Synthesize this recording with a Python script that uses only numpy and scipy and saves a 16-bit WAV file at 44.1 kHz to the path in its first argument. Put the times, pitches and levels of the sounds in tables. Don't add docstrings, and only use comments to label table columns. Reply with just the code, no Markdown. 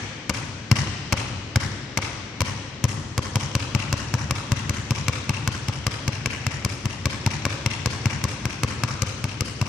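import sys
import numpy as np
from scipy import signal
from scipy.fft import rfft, irfft
from scipy.io import wavfile
from scipy.ndimage import uniform_filter1d

SR = 44100
rng = np.random.default_rng(int(sys.argv[2]) if len(sys.argv) > 2 else 0)


def persist_wave(psi):
    counts = np.round(np.clip(psi, -1, 1) * 32767).astype(np.int16)
    wavfile.write(sys.argv[1], SR, np.atleast_2d(counts).T)


def invert_db(level):
    return 10 ** (np.asarray(level, dtype=float) / 20)


N = 426888

LEAD = .25
SIZE = 4096
HZ = np.fft.rfftfreq(SIZE, 1 / SR)


def evened(x):
    return x / np.sqrt(np.mean(x ** 2) + 1e-20)


def read(points, hz):
    f, value = np.transpose(points)
    return np.interp(np.log(hz + 1), np.log(f + 1), value)


def causal(points):
    gain = np.log(invert_db(read(points, HZ)))
    mirrored = np.r_[gain, gain[-2:0:-1]]
    phase = signal.hilbert(mirrored).imag[:len(HZ)]
    return np.exp(gain - 1j * phase)


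def late(ms):
    return np.exp(-2j * np.pi * HZ * ms / 1000)


def add(mix, s, spectrum):
    margin = 64
    at = (s + LEAD) * SR - margin
    delay_ms = (margin + at % 1) / SR * 1000
    sound = irfft(spectrum * late(delay_ms)) * signal.windows.tukey(SIZE, .03)
    part = mix[..., int(at):][..., :SIZE]
    part += sound[..., :part.shape[-1]]


def noise_pair(frames, magnitude):
    # pitch_hz, likeness (0-1)
    likeness = [(60, 0.99), (200, 0.96), (500, 0.67), (1000, 0.39), (3000, 0.022), (12000, 0.04)]
    a, b, c, d = rng.standard_normal((frames, 257, 4)).T
    hz = np.fft.rfftfreq(512, 1 / SR)[:, None]
    t = np.arange(frames) * 128 / SR
    same = np.clip(read(likeness, hz), -1, 1)
    left = a + 1j * b
    right = same * left + np.sqrt(1 - same ** 2) * (c + 1j * d)
    z = np.array([left, right])
    return signal.istft(z * magnitude(hz, t), nperseg=512, noverlap=384)[1]


def landing(row, ball):
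    # pitch_hz, swing_start_ms, t60_after_liftoff_s
    boards = [
        (95.6, 1.04, 0.012),
        (101.5, 1.84, 0.017),
    ]
    # pitch_hz, level_db, t60_s
    ball_air = [
        [(541, 4, 0.016), (1132, 8.5, 0.0067), (1650, -25, 0.029), (2410, -30, 0.027)],
        [(557, -4, 0.047), (970, 8, 0.0052), (1278, 4, 0.0041), (2200, -44, 0.045)],
    ]
    # pitch_hz, level_db
    slap_colour = [(60, 12), (300, -8.5), (700, -3.5), (1500, 6.5), (2500, 5.5), (5000, -0.5), (9000, -2),
                   (14000, 4.5)]
    rest_ms = [
        13.9,
        13.1,
    ]
    # level_db at a 0 dB slap, gain_db per dB the slap is softer
    crack = [
        (-0.18, 1.12),
        (0.62, 0.24),
    ]

    s, slap_db, thump_db, lift_db = row
    contact_ms = rest_ms[ball]
    bite_db = crack[ball][0] - crack[ball][1] * slap_db
    hz, start_ms, t60 = boards[ball]
    t = np.arange(SIZE) / SR
    since = t - contact_ms / 1000 + 0.00047
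    free = np.maximum(since, 0)

    turns = hz * (t - start_ms / 1000 + 0.17 * free)
    onset = 1 - np.exp(-t / 0.00099)
    thump = np.sin(2 * np.pi * turns) * onset * invert_db(thump_db - 0.5 - 60 * free / t60)

    chance = rng.uniform(-1.8, 1, (len(ball_air[ball]), 3))
    ring = 0
    for (f, db, r), (louder, sharper, turned) in zip(ball_air[ball], chance):
        phase = 2 * np.pi * f * (1 + 0.067 * sharper) * since + 1.5 * turned
        ring = ring + invert_db(db + 2 * louder - 60 * free / r) * np.cos(phase)

    rubber_hz = 6660
    grit = irfft(rfft(rng.standard_normal((2, SIZE))) / (1 + 1j * HZ / rubber_hz) ** 2)
    swell = np.exp(np.minimum(since, 0) / 0.0061)
    peel = invert_db(-60 * free / .016) * grit[0]
    lift = invert_db(lift_db - 5.5) * swell * (ring + invert_db(9.5) * peel)

    skin = grit[1] * invert_db(-16.5 - 60 * t / 0.018)
    for f, db, _ in ball_air[ball]:
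        skin -= invert_db(-25 + db - 60 * t / 0.0031) * np.sin(2 * np.pi * f * t)
    skin[0] = -1.94
    bite = invert_db(bite_db * np.tanh(HZ / 5000))
    slap = invert_db(slap_db) * rfft(skin) * causal(slap_colour) * bite
    return slap, rfft(thump + lift)


def near(paths, stretch, shade):
    wobble = invert_db(2 * rng.standard_normal(len(paths)))
    edge = late(.06)
    total = 0
    for w, (ms, gain, thin, top_hz) in zip(wobble, paths):
        thinned = 1 - np.clip(thin, 0, 1) * edge
        total = total + w * gain * late(ms * stretch) * thinned / (1 + 1j * HZ / (top_hz * shade))
    return total


def arrival(ball):
    # delay_ms, gain, loss_of_lows (0-1), top_hz
    near_left = [(-.03, 0.69, 0.03, 3500), (.2, 0.11, 1, 8500), (.38, 0.33, 0.27, 3730),
                 (.72, 0.04, 0, 5000), (.9, 0.37, 0.73, 8900), (1.3, 0.022, 0, 9000), (1.45, 0.17, 1, 5030),
                 (1.89, 0.65, 0.6, 12800)]
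    near_right = [(0, 0.97, 0, 20000), (.12, 0.024, 0.98, 9000), (.55, 0.033, 0.78, 3000),
                  (1.95, 0.014, 1, 9000)]
    # pitch_hz, width_hz, gain
    port = [
        [(2320, 78, 1), (6050, 210, 0.16)],
        [(2740, 330, 1), (5520, 340, 1)],
    ]
    port_shade = [
        1.0,
        0.6,
    ]
    stretch = 1 + 0.0035 * ball + 0.0049 * rng.standard_normal()
    ring = 1 + sum(gain / (1 + 2j * (HZ - hz) / width) for hz, width, gain in port[ball])
    left = near(near_left, stretch, port_shade[ball]) * ring
    right = near(near_right, stretch, 0.74)
    return np.array([left, right])


def hall(ball):
    # delay_ms, level_db
    walls = [(41, -6), (45.7, -2.5), (51, -.5), (72.5, -1), (76.5, -1.5), (88.5, -3.5), (102, -5.5),
             (157, -10)]
    # pitch_hz, level_db
    wall_colour = [(100, -11), (500, -0.5), (1200, -3.5), (2500, 3.5), (5000, 0), (9000, -3.5), (11500, -6),
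                   (15000, -48)]
    # pitch_hz, t60_s
    hall_t60 = [(60, 2.6), (150, 1.3), (400, 1.63), (1000, 1.6), (3000, 3.24), (6000, 1.87), (10500, 0.73),
                (13500, 0.22)]
    # pitch_hz, level_db
    hall_colour = [(60, 9), (130, -3.5), (230, 7.5), (400, 4.5), (1000, 7), (2500, 5.5), (3800, 6),
                   (5500, 5.5), (9000, 5.5), (11000, 2), (12500, -6), (15500, -14)]

    clumps = uniform_filter1d(rng.standard_normal((257, 620)), 9, 0)
    clumps = evened(uniform_filter1d(clumps, 3, 1))

    def fading(hz, t):
        decay_db = 60 * t / read(hall_t60, hz)
        return invert_db(read(hall_colour, hz) - decay_db + 5.1 * clumps * np.exp(-t / 0.19))

    tail = noise_pair(620, fading)
    t = np.arange(tail.shape[1]) / SR
    build = np.clip((t - .039) / .011, 0, 1)
    dull = uniform_filter1d(tail, size=4)
    tail = build * tail + 0.33 * (1 - build) * dull
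    tail *= invert_db(-4.5) / np.linalg.norm(tail[0])

    echoes, k = np.zeros((2, 9000)), np.arange(240)
    for ms, db in walls:
        grains = rng.standard_normal((2, 240))
        highs = grains - uniform_filter1d(grains, 30)
        scatter = 0.42 * highs * np.exp(-k / 60.) * np.tanh(k / 3.1)
        scatter += 0.46 * np.exp(-((k - 6) / 1.55) ** 2)
        echoes[:, round(ms * SR / 1000):][:, :240] += invert_db(db - 17.5) * scatter
    paths = arrival(ball)
    colour = irfft(causal(wall_colour) * paths / abs(paths[:, :1]))[:, :2048]
    tail[:, :9000] += signal.oaconvolve(echoes, colour, axes=1)[:, :9000]
    return tail


def bounces(rows, ball):
    length = N + round(LEAD * SR)
    direct, source = np.zeros((2, length)), np.zeros((2, length))
    even = np.clip((HZ - 400) / 500, 0, 1)
    for k, row in enumerate(rows):
        slap, body = landing(row, ball)
        add(direct, row[0], slap * arrival(ball) + body)
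        sound = slap + body
        around = np.sqrt(uniform_filter1d(abs(sound) ** 2, size=40))
        smoothing = around / (abs(sound) + 0.15 * around)
        add(source[k % 2], row[0], sound * (1 - even + even * smoothing))
    wet = sum(signal.fftconvolve(x[None], hall(ball), axes=1)[:, :length] for x in source)
    return (direct + wet)[:, -N:]


def ventilation():
    # pitch_hz, level_db per Hz
    air = [(25, -25), (50, -17), (100, 5.5), (300, -6), (1000, -17), (4000, -15.5), (9000, -36),
           (13000, -72)]
    noise = noise_pair(N // 128 + 5, lambda hz, t: invert_db(read(air, hz)))
    return invert_db(-45.0) * evened(noise[:, :N])


def scene():
    # start_s, slap_peak_db, thump_db, liftoff_db
    right_ball = [(-0.125, 3, -20, -37), (0.2946, -9, -17.5, -32), (0.7137, -11, -34, -45),
                  (1.1244, -2, -13.5, -43), (1.5588, -1, -14.5, -39), (1.9736, -0.5, -17.5, -37),
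                  (2.4062, -3.5, -16, -29), (2.8402, -23, -31, -32.5), (3.179, -4, -15.5, -31.5),
                  (3.552, -1, -14, -35), (3.9276, -3, -14.5, -32), (4.3091, -1.5, -16, -36),
                  (4.6949, -5, -16, -36), (5.0827, 0.5, -16.5, -31.5), (5.4756, -4, -15, -35),
                  (5.8669, -4, -16.5, -33.5), (6.2592, -0.5, -18.5, -34), (6.6486, -9.5, -16, -33.5),
                  (7.0563, -1, -14.5, -33), (7.453, -2.5, -17, -29.5), (7.8592, -0.5, -14.5, -33.5),
                  (8.2399, -7, -15.5, -31), (8.6341, -0.5, -14.5, -32), (9.02, -7.5, -17, -29.5),
                  (9.4078, -8.5, -17.5, -36.5)]
    left_ball = [(-0.122, -5.5, -17.5, -38), (0.2986, -2.5, -19, -40), (0.7146, 4.5, -8.5, -30),
                 (1.128, -1.5, -27, -31), (1.5601, -4, -16.5, -33.5), (1.9769, -4.5, -27, -30),
                 (2.4175, -7.5, -19, -51), (2.8405, -6.5, -11.5, -30.5), (3.3568, 0, -15.5, -30.5),
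                 (3.7491, -1.5, -13, -33.5), (4.1398, -5, -14.5, -32.5), (4.5189, -2.5, -12.5, -33),
                 (4.9078, -1.5, -14, -33), (5.2939, -3, -15, -31.5), (5.684, -7, -18, -35.5),
                 (6.079, -5.5, -15, -35), (6.4666, -4.5, -18, -63), (6.8557, -5.5, -16.5, -38.5),
                 (7.2629, -1.5, -14.5, -29.5), (7.6615, -0.5, -15.5, -36), (8.0571, -2.5, -14, -32.5),
                 (8.4545, -4.5, -16.5, -42), (8.836, -2.5, -16.5, -36.5), (9.2415, -8, -17.5, -36),
                 (9.614, -7.5, -16.5, -33.5)]
    return bounces(right_ball, ball=0) + bounces(left_ball, ball=1) + ventilation()


def band_limit(x):
    return signal.sosfilt(signal.butter(12, 16620, fs=SR, output="sos"), x)


def record(dry):
    # pitch_hz, level_db
    left_mic = [(18, -25), (35, -8), (70, -0.5), (300, 10.5), (1000, 5.5), (2300, 4), (3700, 1), (5000, 5),
                (5900, 8.5), (7000, 1.5), (8500, -4), (11000, -16), (15000, -12), (17000, -49)]
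    right_mic = [(18, -27), (35, -7.5), (70, -2.5), (300, 7.5), (1500, 1), (3500, -4), (5500, -3.5),
                 (7500, 0), (10000, -4), (13000, -9), (15500, -30), (17000, -37)]
    mics = irfft([causal(left_mic), causal(right_mic)]) * np.hanning(2 * SIZE)[SIZE:]
    heard = signal.oaconvolve(dry, mics, axes=1)[:, :N]
    limited = heard / (1 + (heard / .93) ** 6) ** (1 / 6)
    return band_limit(limited)


dry = scene()
out = record(dry)
persist_wave(out)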